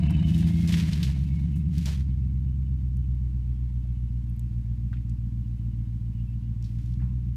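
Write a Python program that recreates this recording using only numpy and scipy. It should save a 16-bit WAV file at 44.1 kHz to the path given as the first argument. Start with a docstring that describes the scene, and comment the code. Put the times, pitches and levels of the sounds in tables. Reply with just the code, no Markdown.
"""From a microphone near the leaf litter: a V8 truck pulls over a sandy woodland crest, belt squealing.
Uneven firing pulses thump through a filtered exhaust; noise grains close by rustle and crack as leaves and twigs.
The hill then screens the bay's ringing noise clatter and the belt's wavering tones, and the deep bass swells.
The truck idles away behind the crest over a faint woodland hiss, with sparse ticks, late faint squeals
and a small blip of the engine."""
import sys
import numpy as np
from scipy import signal
from scipy.fft import rfft, irfft
from scipy.io import wavfile

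SR = 44100
rng = np.random.default_rng(int(sys.argv[2]) if len(sys.argv) > 2 else 0)


def transcribe(u):
    """Save the signal u as a 16-bit wav file named by the first command-line argument.

    u: samples, shape (n,) or (channels, n), limited to [-1, 1]; the rate is SR.
    q: integer samples, one column per channel.
    """
    v = np.clip(np.atleast_2d(u).T, -1, 1)
    q = np.round(v * 32767).astype(np.int16)
    wavfile.write(sys.argv[1], SR, q)


N = 324576  # samples
TIME = np.arange(N) / SR  # s

# The driver's effort: (time [s], engine load [0-1], exhaust level [dB])
DRIVE = [(0, 0.77, 5.5), (.3, 0.88, 1.7), (.8, 0.96, -1.9), (1.08, 0.61, 2.3), (1.75, 0.67, 0.8),
         (2.3, 0.29, 0.16), (3.1, 0.25, -0.6), (3.9, .09, -1.85), (4.5, 0.02, -0.07), (6.75, 0.01, -0.4),
         (7.05, 0.09, 3), (7.36, 0.24, -1)]
# Pull up the slope, second push at the crest, idle, small blip: (time [s], firing rate [1/s])
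FIRING_RATE = [(0.0, 71.53), (0.35, 82.76), (0.78, 84.91), (1.11, 67.18), (1.72, 73.84), (2.15, 64.62),
               (2.67, 65.67), (2.79, 63.45), (3.6, 60.55), (4.61, 58.48), (4.89, 59.98), (5.24, 58.63),
               (6.13, 57.38), (6.28, 58.76), (6.7, 57.1), (7.07, 62.55), (7.36, 60.61)]
# Pulse strength, a row per cylinder in firing order: (idle [dB], light [dB], half [dB], full load [dB])
CYLINDER_DB = [(0, -3.5, 1, 6.5), (-2.5, -4, -7, -18.5), (-12.5, -2.5, -1.9, 6), (1.7, -7, 0, 7),
               (-2, -8.5, -0.5, 8), (-1.5, 0, 0, 5), (1.2, -2.5, -0.7, 6.5), (2.5, -4.5, 3, 5.5)]
# Pulse arrival at the tailpipe against even firing, same rows:
# (idle [ms], light [ms], half [ms], full load [ms])
CYLINDER_LAG = [(-2, 1.66, -0.26, -0.17), (-3, 4.5, 2.5, 0.27), (-3.5, 3.83, 0, 0.25),
                (-2.5, 3.87, -0.64, -1.72), (-2, 0.8, -0.8, -0.11), (-2, 2.34, 0.17, -0.47),
                (-2.24, 3, 0.92, 0.37), (-3, 2.86, 0.81, 0.96)]
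# Exhaust and silencer response: (frequency [Hz], idle [dB], light [dB], half [dB], full load [dB])
EXHAUST = [(29.3, -34.5, -26.5, -35, -45), (44.3, -16.5, -22, -18.5, -12), (58.95, -6, -1, -1, 10.5),
           (80.3, -12, 4.5, -7.5, -11.5), (103, -1.5, -2, -6.5, -3), (117.5, -7.5, -3, -3, -10.5),
           (145.3, -12.5, -4, -8, -13), (172.8, -21.5, -17, -1.5, -1.1), (204.5, -16.5, -19.5, -18, -12),
           (242.6, -31, -47.5, -30.5, -22.5), (293, -41, -38.5, -33, -33.5), (318, -61, -34, -32, -24),
           (382.6, -61.5, -44, -48, -47.5), (620, -80, -78.5, -68.5, -77.5)]
# Exhaust harmonics that sing out:
# (multiple of the eight-firing cycle [-], idle [dB], light [dB], half [dB], full load [dB])
SINGING = [(23, -56.5, -46, -65.5, -67), (26, -54.5, -48.5, -62.5, -58.5), (29, -51.5, -69.5, -65.5, -45.5),
           (31, -61, -67.5, -55, -53.5), (37, -62.5, -62.5, -73, -82)]
# Unsteady gas flow at the tailpipe, relative spectrum: (frequency [Hz], density [dB per Hz])
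FLOW = [(25, -8.5), (50, -15.5), (90, -10), (170, 2.5), (240, -2.5), (320, -8.5), (400, -39.5),
        (600, -56.5), (1200, -59)]
# Deepest bass of the exhaust, swelling for a while behind the hill: (time [s], level [dB])
BOOM = [(0, -3), (2.6, 0.25), (3.3, 3.5), (4.0, 3.5), (4.5, 0.6), (6.5, -0.6), (7.1, -0.5)]
# Engine-bay clatter, relative spectrum: (frequency [Hz], density [dB per Hz])
BAY = [(260, -11.5), (450, 2.5), (517, -6), (689, 5), (734, -1), (885, -4.5), (1500, -9), (1640, -4),
       (1790, -8), (2540, -5), (3020, -13), (3390, -17.5), (3650, -5), (6180, -20), (9000, -22),
       (11700, -40.5), (19800, -120)]
# Ringing metal in the engine bay: (frequency [Hz], width [Hz], relative level [dB])
BAY_MODES = [(678, 5.8, -25), (959, 43, -13.5), (1714, 29, -23), (2090, 510, -12), (3070, 190, -27)]
# Pitches at which belt and pulleys squeak: (frequency [Hz], relative level [dB])
SQUEAKS = [(2180, 1), (2620, 1), (2760, -7.5), (2910, 1.5), (3030, 0.5), (3280, -3), (3700, -5.5)]
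# Longer belt squeals, each warbling about one pitch:
# (start [s], length [s], frequency [Hz], level before throb [dB])
SQUEALS = [(.02, 0.36, 2980, -50.5), (0.013, 0.17, 2670, -50), (0, 0.24, 2300, -59.5),
           (.22, 0.37, 3670, -58.5), (0.443, 0.5, 2150, -53), (1.285, 0.18, 2205, -60),
           (1.5, .22, 2620, -70.5), (6.144, 0.09, 2900, -67), (6.267, .08, 2650, -68.5),
           (6.424, 0.061, 2860, -67.5)]
# Rustling spells close by:
# (start [s], rise [s], length [s], level before the leaves' common gain [dB], brightness [dB per octave])
RUSTLES = [(0.194, .09, 0.49, -56, 3), (0.672, 0.017, 0.2, -46.5, 0.1), (0.905, 0.0084, 0.2, -51.5, -0.1),
           (1.145, .05, 0.37, -69, 3), (1.652, 0.13, 0.18, -55.5, 2), (1.843, 0.017, 0.091, -51.5, 0.2),
           (6.618, .02, 0.3, -72.5, 3)]
# Dry leaves, relative spectrum before brightness: (frequency [Hz], density [dB per Hz])
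LEAVES = [(240, -3.5), (400, 5.5), (510, -4.5), (690, -8.5), (816, -17), (964, -5.5), (1310, -7.5),
          (1770, -1), (3050, -0.5), (5680, -6.5), (7350, -11.5), (8960, -13.5), (15000, -22.5)]
# Crunches and ticks of leaves and twigs:
# (time [s], level [dB], centre [Hz], spread [octaves], t60 [s], opening snap over the rest [dB])
CRACKS = [(.106, -48.5, 7100, 1.8, 0.041, -8), (.107, -47.5, 900, .7, .06, -10),
          (.379, -51, 7200, 1.1, 0.13, -3), (.472, -46, 2000, 2.3, 0.12, -12),
          (0.676, -42.5, 4970, 1.1, 0.093, 6), (.724, -36.5, 3180, 1.23, 0.16, 1),
          (.741, -32.5, 2780, 1, 0.047, -9), (0.932, -34, 3770, 0.68, 0.04, -5),
          (1.030, -36.5, 3680, 0.95, 0.18, 7), (1.558, -59.5, 8100, 1.3, 0.23, -4),
          (1.782, -47, 4200, 1.4, 0.058, 14), (1.858, -42.5, 4300, 1, 0.29, 18),
          (1.866, -47.5, 760, 1.1, 0.26, -10), (2.970, -60.5, 11600, 0.85, .02, 17),
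          (3.851, -56, 603, 0.4, 0.045, -8), (4.298, -62.5, 12500, 0.5, .03, 2),
          (4.365, -66, 12000, 0.85, .02, 7), (4.395, -53.5, 7440, 1.5, .02, 15),
          (4.93, -49, 1500, 0.44, 0.067, -2), (4.935, -60, 2580, 0.68, 0.13, 0),
          (4.968, -62.5, 2280, 0.67, 0.13, -7), (5.096, -60, 5760, 1.1, 0.034, 5),
          (6.626, -56.5, 5460, 0.27, 0.028, 8), (6.642, -57, 4280, 0.72, 0.18, -8),
          (6.785, -62.5, 2494, 1.2, 0.17, -20), (6.861, -60, 4400, 0.7, 0.022, 2),
          (6.939, -57.5, 4600, .5, 0.019, 0), (6.995, -60, 1600, 0.63, 0.26, -20),
          (7.014, -59, 845, 1.2, 0.43, -19)]
# Woodland hiss, relative spectrum: (frequency [Hz], density [dB per Hz])
WOODS = [(240, -25), (420, 1), (520, -1), (720, -4), (930, 0), (1300, -6), (2700, -6), (3400, -10),
         (6000, -13), (9500, -16), (10500, -19), (15000, -19)]

SCREENED_FROM_S, HIDDEN_S = 0.45, 2.6  # the crest starts to screen the engine bay, then hides it wholly
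SETTLE_DB_PER_S = 159  # the leaves fall quiet after each spell
TILT_ABOUT_HZ = 3000  # pivot of the leaves' brightness
WOODS_DB = -69.5  # mean level in dB, before slow swells and flicker
EDGE_HZ = 15370  # upper band limit of the recorder


def exhaust(pulse_db=30, scatter_db=0.84, jitter_ms=0.12, flow_db=-49, flow_load_db=7):
    """One pulse a firing; unequal cylinders make the lope, and load changes their pattern and the pipe's colour."""
    (load, shares), count = load_shares(), firings()
    fired_at = np.flatnonzero(np.diff(np.floor(count), prepend=-1))
    cylinder = np.arange(len(fired_at)) % len(CYLINDER_DB)
    chance = rng.standard_normal((len(fired_at), 2))
    shares_at = shares.T[fired_at]
    db = (np.array(CYLINDER_DB)[cylinder] * shares_at).sum(1) + scatter_db * chance[:, 0]
    lag_ms = (np.array(CYLINDER_LAG)[cylinder] * shares_at).sum(1) + jitter_ms * chance[:, 1]

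    # each pulse is split between two samples to place it finely
    place = np.clip(fired_at + lag_ms * SR / 1000, 0, N - 2)
    whole, part = place.astype(int), place % 1
    pulses = np.bincount(whole, gain_of(db) * (1 - part), N)
    pulses = pulses + np.bincount(whole + 1, gain_of(db) * part, N)
    # a valve takes about a millisecond to release its gas, so the pulses have no sharp edge
    release = np.hanning(SR // 1000)
    pulses = np.convolve(pulses, release / release.sum(), "same")
    thumps = sum(share * signal.oaconvolve(pulses, pipe(k + 1))[:N] for k, share in enumerate(shares))

    cycles = count / len(CYLINDER_DB)
    lines = np.zeros(N)
    for order, *dbs in SINGING:
        tone = np.sqrt(2) * np.sin(2 * np.pi * round(order) * cycles)
        lines += gain_of(np.array(dbs) @ shares) * tone
    flow = gain_of(flow_db + flow_load_db * load) * coloured(rng.standard_normal(N), FLOW)
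    return gain_of(curve(DRIVE, column=2)) * (gain_of(pulse_db) * thumps + lines + flow)


def firings():
    """Count of cylinder firings so far, the running sum of the firing rate."""
    return np.cumsum(curve(FIRING_RATE)) / SR


def load_shares():
    """Engine load, and its blend of the states from idle to full; the shares sum to 1."""
    load = np.clip(curve(DRIVE), 0, 1)
    states = np.shape(CYLINDER_DB)[1]
    steps = np.linspace(0, 1, states)
    return load, np.array([np.interp(load, steps, row) for row in np.eye(states)])


def pipe(column, size=16384):
    """Causal, minimum-phase response of the exhaust to one pulse, at one load."""
    hz = abs(np.fft.fftfreq(size, 1 / SR))
    log_gain = np.log(gain_of(read(EXHAUST, hz, column)))
    return np.fft.ifft(np.exp(np.conj(signal.hilbert(log_gain)))).real[:size // 2]


def ground(x, boom_hz=92):
    """The changing path over the ground scales the bass alone."""
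    hz = np.fft.rfftfreq(N, 1 / SR)
    bass = irfft(rfft(x) / (1 + (hz / boom_hz) ** 10), N)
    return x + (gain_of(curve(BOOM)) - 1) * bass


def engine_bay(level_db=-53, screen_db=-24.5, hiss_db=-2, turn_db=2.0, flutter_db=4.0):
    """Clatter that swells once a crank turn, part of it ringing in the metal."""
    turns = firings() / 4  # four firings a crank turn
    swell_db = turn_db * np.cos(2 * np.pi * turns) + flutter_db * wander(80)
    clatter = rng.standard_normal(N) * gain_of(swell_db)
    rings = np.zeros(N)
    for hz, width, db in BAY_MODES:
        rings += gain_of(db) * evened(signal.lfilter(*signal.iirpeak(hz, hz / width, SR), clatter))
    return gain_of(level_db + screen_db * screened()) * (gain_of(hiss_db) * coloured(clatter, BAY) + rings)


def screened():
    """How far the hill hides the engine bay: 0 in plain view, 1 behind the crest."""
    return np.clip((TIME - SCREENED_FROM_S) / (HIDDEN_S - SCREENED_FROM_S), 0, 1)


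def belt(level_db=-58, screen_db=-23, fitful_db=8.0, turn_db=5):
    """Thin wavering squeaks that catch and let go, pushed once a crank turn."""
    turns, out = firings() / 4, np.zeros(N)
    for hz, db in SQUEAKS:
        push_db = turn_db * np.cos(2 * np.pi * (turns + 0.34))
        grip_db = fitful_db * np.minimum(wander(10), 1.5) + push_db
        out += gain_of(db + grip_db) * wavering(hz, 0.014, 110)
    return gain_of(level_db + screen_db * screened()) * evened(out)


def squeals(turn_db=5, rough_db=3.0, lead_turns=0.32):
    """Longer slips of the belt: a warbling tone that swells and fades, throbbing once a crank turn."""
    turns, out = firings() / 4, np.zeros(N)
    throb_db = turn_db * np.cos(2 * np.pi * (turns + lead_turns)) + rough_db * wander(80)
    for s, length, hz, db in SQUEALS:
        arch = np.sqrt(np.maximum(1 - (2 * (TIME - s) / length - 1) ** 2, 0))
        out += gain_of(db) * arch * wavering(hz, 0.02, 150)
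    return evened(gain_of(throb_db)) * out


def whine(hz=684, level_db=-59, fade_s=.36, rough_db=4):
    """A thin wavering whine from the engine bay that fades away, at half amplitude by fade_s."""
    tone = np.sqrt(2) * wavering(hz, 0.022, 60)
    return gain_of(level_db + rough_db * wander(40)) * tone / (1 + (TIME / fade_s) ** 4)


def leaves(level_db=2, grains_per_s=1800, size_db=3.0, hiss=0.74, clump_db=1.7):
    """Dense tiny fractures of dry leaves, in clumps; each spell has its own brightness."""
    sizes = gain_of(size_db * np.minimum(rng.exponential(1, N), 5)) * rng.choice([-1, 1], N)
    grains = evened(sizes * (rng.random(N) < grains_per_s / SR)) + hiss * rng.standard_normal(N)
    crackle = rfft(coloured(grains * gain_of(clump_db * wander(24)), LEAVES))
    octaves = np.log2(np.maximum(np.fft.rfftfreq(N, 1 / SR) / TILT_ABOUT_HZ, 1 / 10))
    out = np.zeros(N)
    for *spell, tilt in RUSTLES:
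        out += rustling(*spell) * evened(irfft(crackle * gain_of(tilt * octaves), N))
    return gain_of(level_db) * out


def rustling(s, rise, length, db):
    """Stir of the leaves in one spell: it rises, holds and settles."""
    settle_db = SETTLE_DB_PER_S * np.maximum(TIME - s - length, 0)
    return gain_of(db - settle_db) * np.clip((TIME - s) / rise, 0, 1) ** 2


def cracks(grit_db=1.5, snap_s=0.00023):
    """A sharp snap and a gritty burst that dies away, in a band set for what breaks."""
    out, t = np.zeros(N), np.arange(SR // 4) / SR  # each burst is cut off after 0.25 s
    hz = np.fft.rfftfreq(len(t), 1 / SR)
    for s, db, centre_hz, spread, t60, snap_db in CRACKS:
        noise, grit = rng.standard_normal((2, len(t)))
        band = 1 / (1 + (np.log2((hz + 1) / centre_hz) / spread) ** 2) ** 1.54
        burst = evened(irfft(rfft(noise * gain_of(grit_db * grit)) * band, len(t)))
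        decay = np.exp(-np.log(1000) * t / t60)
        snap = gain_of(snap_db) * np.exp(-t / snap_s)
        add(out, s, burst * gain_of(db) * (decay + snap))
    return out


def woods(swell_db=0.2, flicker_db=0.33):
    """Faint, nearly steady hiss of the woodland, as coloured noise."""
    level_db = WOODS_DB + swell_db * wander(2.7) + flicker_db * wander(40)
    return gain_of(level_db) * coloured(rng.standard_normal(N), WOODS)


def gain_of(db):
    """Decibels to amplitude."""
    return 10 ** (np.asarray(db) / 20)


def evened(x):
    """Scales to rms 1."""
    return x / np.sqrt(np.mean(x ** 2) + 1e-20)


def curve(rows, column=1):
    """One column of a time table at every sample."""
    rows = np.asarray(rows)
    return np.interp(TIME, rows[:, 0], rows[:, column])


def read(points, hz, column=1):
    """One column of a spectrum on a log-frequency axis."""
    points = np.asarray(points)
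    return np.interp(np.log(hz + 1), np.log(points[:, 0] + 1), points[:, column])


def coloured(x, points):
    """Filters x by a spectrum table, then sets rms 1."""
    gain = gain_of(read(points, np.fft.rfftfreq(N, 1 / SR)))
    return evened(irfft(rfft(x) * gain, N))


def wander(hz):
    """Random motion of rms 1, mostly below the given rate."""
    lowpass = 1 / (1 + (np.fft.rfftfreq(N, 1 / SR) / hz) ** 4)
    return evened(irfft(rfft(rng.standard_normal(N)) * lowpass, N))


def wavering(hz, depth, rate_hz):
    """Sine whose pitch wanders by a fraction of itself (depth, rms)."""
    return np.sin(2 * np.pi * np.cumsum(hz * (1 + depth * wander(rate_hz))) / SR)


def add(mix, s, sound):
    """Mixes a sound in at time s."""
    part = mix[max(round(s * SR), 0):][:len(sound)]
    part += sound[:len(part)]


def scene():
    """Truck, leaf litter and woodland at one microphone."""
    truck = ground(exhaust()) + engine_bay() + belt() + squeals() + whine()
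    return (truck + leaves() + cracks() + woods())[None]


def record(dry):
    """The recorder's band limit, a linear-phase low-pass."""
    lowpass = signal.firwin(511, EDGE_HZ, window=("kaiser", 9), fs=SR)
    return signal.oaconvolve(dry, lowpass[None], "same")


dry = scene()
out = record(dry)
transcribe(out)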